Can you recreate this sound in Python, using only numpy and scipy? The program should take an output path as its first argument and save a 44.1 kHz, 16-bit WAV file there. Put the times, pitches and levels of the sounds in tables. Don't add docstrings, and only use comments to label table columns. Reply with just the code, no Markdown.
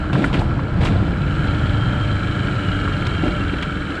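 import sys
import numpy as np
from scipy import signal
from scipy.fft import rfft, irfft, next_fast_len
from scipy.io import wavfile
from scipy.ndimage import map_coordinates

SR = 44100
rng = np.random.default_rng(int(sys.argv[2]) if len(sys.argv) > 2 else 0)


def generate_wav(signal):
    frames = np.transpose(np.atleast_2d(signal))
    scaled = np.clip(frames, -1, 1) * 32767
    pcm = np.round(scaled).astype(np.int16)
    wavfile.write(sys.argv[1], SR, pcm)


N = 176400
T = np.arange(N) / SR


def amp(db):
    return 10 ** (np.asarray(db) / 20)


def unit(x):
    return x / np.sqrt(np.mean(x ** 2) + 1e-20)


def along(points, hz):
    points_hz, values = np.transpose(points)
    return np.interp(np.log(hz + 1), np.log(points_hz + 1), values)


def curve(rows):
    return np.interp(T, *np.transpose(rows))


def wobble(rate_hz):
    return map_coordinates(rng.standard_normal(8192), [T * rate_hz], mode="wrap")


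def band(hz, centre_hz, q):
    return 1 / np.hypot(1, q * (hz / centre_hz - centre_hz / (hz + 1)))


def filtered(x, gain, causal=False):
    size = 2 * next_fast_len(N // 2 + 8192)
    response = gain(np.fft.rfftfreq(size, 1 / SR))
    if causal:
        cepstrum = irfft(np.log(np.maximum(response, 1e-6)))
        cepstrum[1:size // 2] *= 2
        cepstrum[size // 2 + 1:] = 0
        response = np.exp(rfft(cepstrum))
    return irfft(rfft(x, size) * response, size)[:N]


def noise(spectrum, centre_hz=1, q=0):
    white = rng.standard_normal(N)
    return unit(filtered(white, lambda hz: amp(along(spectrum, hz)) * band(hz, centre_hz, q)))


def burst(start_s, attack_s, hold_s, decay_s):
    rise = np.clip((T - start_s) / attack_s, 0, 1)
    return rise * np.exp(-np.maximum(T - start_s - hold_s, 0) / decay_s)


def pulses(cycles, share, scatter_db):
    hit = np.diff(np.floor(cycles - share), prepend=np.floor(-share))
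    return hit * amp(scatter_db * rng.standard_normal(256))[cycles.astype(int)]


def strikes(cycles, share, decay_s):
    pole = np.exp(-1 / (decay_s * SR))
    envelope = signal.lfilter([1], [1, -pole], pulses(cycles, share, scatter_db=1.5))
    return envelope * rng.standard_normal(N)


def tyre_rumble():
    # time in seconds, level in dB.
    rolling_level = [(0, -19.5), (.11, -22.5), (.17, -24.5), (.42, -17.5), (.52, -19), (.71, -22.5),
                     (.82, -16), (1.08, -19.5), (1.2, -21), (1.85, -20), (2.2, -24), (3.2, -22.5),
                     (3.55, -24.5), (3.8, -27), (4, -33)]
    # frequency in Hz, relative level in dB.
    deck_spectrum = [(15, -40), (28, -4), (45, 0), (60, -1.5), (75, 0), (120, -1.5), (190, -6.5),
                     (240, -14), (310, -12), (400, -22.5), (800, -22.5), (1500, -35.5), (5000, -52),
                     (12000, -100)]
    return amp(curve(rolling_level) + 0.09 * wobble(14)) * noise(deck_spectrum)


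def panel_booms():
    # start in seconds, hold in seconds, pitch in Hz, level in dB.
    panels = [(0.46, 0.96, 64, -29), (0.625, 0.44, 140, -28.5), (0.937, .14, 121, -26),
              (.98, 0.059, 197, -26), (1.194, 0.26, 143, -21.5), (1.739, 0.22, 126, -20),
              (2.392, 0.28, 131, -26), (3.234, .05, 175, -28)]
    edge_s = 0.016
    out = np.zeros(N)
    for start_s, hold_s, hz, db in panels:
        envelope = amp(db + 1.6 * wobble(5.7)) * burst(start_s, edge_s, hold_s, edge_s)
        out += envelope * np.sin(2 * np.pi * (hz * T + rng.random()) + .5 * wobble(5.5))
    return out


def road_joints():
    # start in seconds, hold in seconds, thump in dB, thump centre in Hz, rattle in dB.
    joints = [(0.125, 0.041, -16.5, 103, -32), (0.173, 0.036, -15, 199, -33.5),
              (0.215, 0.057, -24, 253, -33), (0.328, 0.046, -17, 125, -31),
              (0.384, 0.012, -14.5, 129, -31.5), (0.804, 0.015, -18, 121, -28),
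              (0.829, 0.059, -23.5, 151, -32.5), (0.895, 0.21, -26.5, 160, -39.5),
              (3.232, 0.041, -18.5, 310, -34), (3.531, 0.0082, -25.5, 320, -39),
              (3.884, 0.087, -28, 296, -44)]
    # frequency in Hz, relative level in dB.
    thump_spectrum = [(30, -19), (100, -3), (170, 4.5), (250, -2), (310, 5.5), (420, -4.5), (800, 0),
                      (1200, -39), (3000, -32), (8000, -67)]
    rattle_spectrum = [(200, -6), (500, 11.5), (800, 7), (1400, -4.5), (2000, 0), (3400, -2), (4500, -10),
                       (6000, -23), (8000, -20.5), (11000, -37), (12500, -43), (15000, -60)]
    attack_s, roughness_db = 0.005, 1.5
    thumps, shake = np.zeros(N), np.zeros(N)
    for start_s, hold_s, thump_db, centre_hz, rattle_db in joints:
        thump = noise(thump_spectrum, centre_hz, q=2.43)
        thumps += amp(thump_db) * burst(start_s, attack_s, hold_s, decay_s=0.028) * thump
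        shake += amp(rattle_db) * burst(start_s, attack_s, hold_s, decay_s=0.024)
    rattle = unit(amp(roughness_db * wobble(360)) * noise(rattle_spectrum))
    return thumps + shake * rattle


def loose_ticks():
    # start in seconds, level in dB, centre in Hz, decay in seconds.
    ticks = [(0.041, -33, 1400, .008), (0.097, -28, 1410, 0.0052), (.13, -25, 3300, .007),
             (.153, -23, 1500, .008), (0.241, -21, 2000, .008), (0.243, -43, 8200, 0.022),
             (.275, -37.5, 3520, 0.04), (0.3, -28, 1410, 0.0054), (.328, -26, 3100, .003),
             (.338, -23.5, 3070, .016), (.392, -30, 4000, .005), (.405, -50, 8000, 0.03),
             (.368, -30, 2800, .008), (.416, -23, 850, .007), (0.514, -31, 1400, 0.0059),
             (0.591, -27, 1400, 0.0051), (.811, -31, 2200, .007), (.835, -27, 2600, .007),
             (0.845, -41, 7200, 0.03), (.852, -23, 3600, .01), (.869, -23, 2700, .009),
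             (2.875, -20, 1400, 0.004), (3.067, -23, 4000, 0.0028), (3.584, -31, 3000, 0.0067),
             (3.624, -23, 3160, .011)]
    # frequency in Hz, relative level in dB.
    tick_spectrum = [(200, -5), (1000, 30.5), (4000, 3), (8000, -3), (11000, -10), (13000, -23),
                     (15000, -38)]
    attack_s = .0015
    out = np.zeros(N)
    for start_s, db, centre_hz, decay_s in ticks:
        envelope = amp(db) * burst(start_s, attack_s, 2 * attack_s, decay_s)
        out += envelope * noise(tick_spectrum, centre_hz, q=3.2)
    return out


def metal_clanks():
    # start in seconds, level in dB, pitch in Hz, decay in seconds.
    clanks = [(0.2432, -11.5, 1405, .0035), (3.975, -27, 1462, .03), (3.978, -26, 1587, .03)]
    attack_s = 0.0013
    out = np.zeros(N)
    for start_s, db, hz, decay_s in clanks:
        envelope = amp(db) * burst(start_s, attack_s, 2 * attack_s, decay_s)
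        out += envelope * np.sin(2 * np.pi * hz * (T - start_s) + .5 * wobble(150))
    return out


def drive_ring():
    # time in seconds, level in dB.
    ring_level = [(0, -62), (1.3, -56), (1.45, -46), (1.7, -48), (1.8, -41), (2.2, -42), (2.7, -48),
                  (3, -42.5), (3.7, -45), (4, -53)]
    mode_hz, blur_rad, waver_db = 3170, 1.7, 3
    ring = np.sin(2 * np.pi * mode_hz * T + blur_rad * wobble(50))
    return amp(curve(ring_level)) * unit(amp(waver_db * wobble(25.2)) * ring)


def gear_whine(cycles):
    # time in seconds, level in dB.
    whine_level = [(0, -62), (1.1, -54), (1.35, -48), (1.6, -52), (2.3, -48), (2.5, -42), (2.8, -40.5),
                   (3.1, -48), (3.25, -43.5), (3.42, -44), (3.7, -55)]
    mesh_order, ripple_rad, blur_hz = 119.5, 1.3, 35
    throb_db, waver_db = 3.5, 1
    cycle_rad = 2 * np.pi * cycles
    mesh_rad = mesh_order * cycle_rad + ripple_rad * np.sin(cycle_rad)
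    fuzz = wobble(2 * blur_hz) * np.sin(mesh_rad) + wobble(2 * blur_hz) * np.cos(mesh_rad)
    tone = np.sin(mesh_rad) + .7 * fuzz
    swell = amp(throb_db * np.sin(cycle_rad) + waver_db * wobble(5.4))
    return amp(curve(whine_level)) * unit(tone * swell)


def piston_slap(cycles):
    # time in seconds, level in dB.
    slap_level = [(0, -54), (1.1, -51), (1.3, -46), (2, -48), (2.6, -46.5), (3, -42), (3.5, -42.5),
                  (4, -46)]
    knocks = strikes(cycles, share=.16, decay_s=.0026)
    cylinder = filtered(knocks, lambda hz: band(hz, centre_hz=2300, q=4.2) ** 2, causal=True)
    return amp(curve(slap_level)) * unit(cylinder)


def valve_clatter(cycles):
    # share of the cycle, relative level in dB, centre in Hz, decay in seconds.
    impacts = [(.08, 2.5, 3850, .0035), (.12, -3, 1400, .003), (.55, -7, 1550, .016), (.59, -1, 3850, .002),
               (.82, 6, 3850, .004)]
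    # frequency in Hz, relative gain in dB.
    casing_colour = [(100, -17.5), (280, 0), (450, 0.5), (800, -16.5), (1050, -10), (1500, -3), (2000, -10),
                     (3000, -15.5), (4300, -23), (5000, -27.5), (6100, -31.5), (7500, -25), (9500, -36),
                     (10900, -42), (11800, -55), (13300, -49), (15000, -81)]
    # centre in Hz, width in Hz, rise in dB.
    casing_modes = [(292.3, 48, 12.5), (595.3, 28, 13.5), (920, 27, 5), (1350.5, 176, 12), (1653, 136, 6.5),
                    (2260, 110, 9), (3020, 460, 9), (3480, 39, 7), (3900, 83, 4.5), (4010, 84, 12),
                    (4355, 80, 7.5), (5420, 200, 3.5)]
    # time in seconds, level in dB before the treble shelf.
    effort = [(0, -30.5), (.65, -31.5), (1.1, -30.5), (1.45, -27.5), (2, -28), (2.7, -27), (3.4, -27.5),
              (3.75, -28.5), (4, -28)]
    friction_db = -6.5
    shelf_hz, shelf_db_per_db, flat_at_db = 2030, 0.87, -26

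    def casing_gain(hz):
        modes_db = sum(rise_db / (1 + (2 * (hz - centre_hz) / width_hz) ** 2)
                       for centre_hz, width_hz, rise_db in casing_modes)
        return amp(along(casing_colour, hz) + modes_db)

    hits = np.zeros(N)
    for share, db, centre_hz, decay_s in impacts:
        strike = strikes(cycles, share, decay_s)
        hits += amp(db) * filtered(strike, lambda hz: band(hz, centre_hz, q=1.7) ** 2)
    friction = amp(friction_db) * rng.standard_normal(N)
    ring = unit(filtered(hits + friction, casing_gain, causal=True))
    treble = filtered(ring, lambda hz: 1 - 1 / (1 + (hz / shelf_hz) ** 6))
    effort_db = curve(effort)
    treble_gain = amp(shelf_db_per_db * (effort_db - flat_at_db))
    return amp(effort_db) * (ring - treble + treble_gain * treble)


def engine_drone(cycles):
    orders = [2, 3, 4, 5, 7.15, 8, 9, 11.3, 12, 22, 28.7, 34.5, 43.9, 51, 53, 65.2, 80.2, 123.5]
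    orders_db = [-9, -10, 1, -4, -12, -17, -22, -19, -24, -26, -24, -25, -30, -22, -22, -22, -31, -28]
    # time in seconds, level in dB.
    drone_level = [(0, -37), (1.15, -34), (1.52, -22.5), (2.1, -22.5), (2.7, -24), (3.3, -26), (3.55, -28),
                   (3.75, -37), (4, -39)]
    waver_db = 2
    lines = np.zeros(N)
    for order, db in zip(orders, orders_db):
        gain = amp(db + waver_db * wobble(7.2))
        lines += gain * np.sin(2 * np.pi * (order * cycles + rng.random()))
    return amp(curve(drone_level)) * unit(lines)


def exhaust(cycles):
    # frequency in Hz, relative gain in dB.
    pipe_response = [(20, -41), (50, -3), (110, -5.5), (180, 10.5), (240, -5), (300, 2), (380, -9.5),
                     (590, -18), (1000, -57.5), (2500, -66), (6000, -110)]
    # time in seconds, level in dB.
    exhaust_level = [(0, -29), (.5, -35), (1.1, -25.5), (1.55, -38), (2.6, -30.5), (3.4, -31.5),
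                     (3.75, -30.5), (4, -41)]
    firings = pulses(cycles, share=0, scatter_db=2.5)
    puffs = filtered(firings, lambda hz: amp(along(pipe_response, hz)), causal=True)
    return amp(curve(exhaust_level)) * unit(puffs)


def scene():
    # time in seconds, firings per second.
    firing_rate = [(0, 20), (.45, 20), (.7, 21.7), (1.12, 19.3), (1.3, 22.8), (1.52, 27.1), (1.8, 26.4),
                   (2, 26.1), (2.3, 25.15), (3.1, 23.4), (3.35, 23.3), (3.55, 22.8), (3.7, 20.8), (4, 19.5)]
    cycles = np.cumsum(curve(firing_rate)) / SR
    engine = exhaust(cycles) + engine_drone(cycles) + valve_clatter(cycles) + piston_slap(cycles)
    drive = gear_whine(cycles) + drive_ring()
    road = tyre_rumble() + panel_booms() + road_joints()
    return (engine + drive + road + loose_ticks() + metal_clanks())[None]


def record(dry):
    # frequency in Hz, gain in dB.
    mic_response = [(10800, 0), (11700, -2), (13500, -2), (15000, -12)]
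    hiss_db, limit_hz = -82, 15100
    hiss = amp(hiss_db) * rng.standard_normal(N)
    return filtered(dry[0] + hiss, lambda hz: amp(along(mic_response, hz)) * (hz < limit_hz))[None]


dry = scene()
out = record(dry)
generate_wav(out)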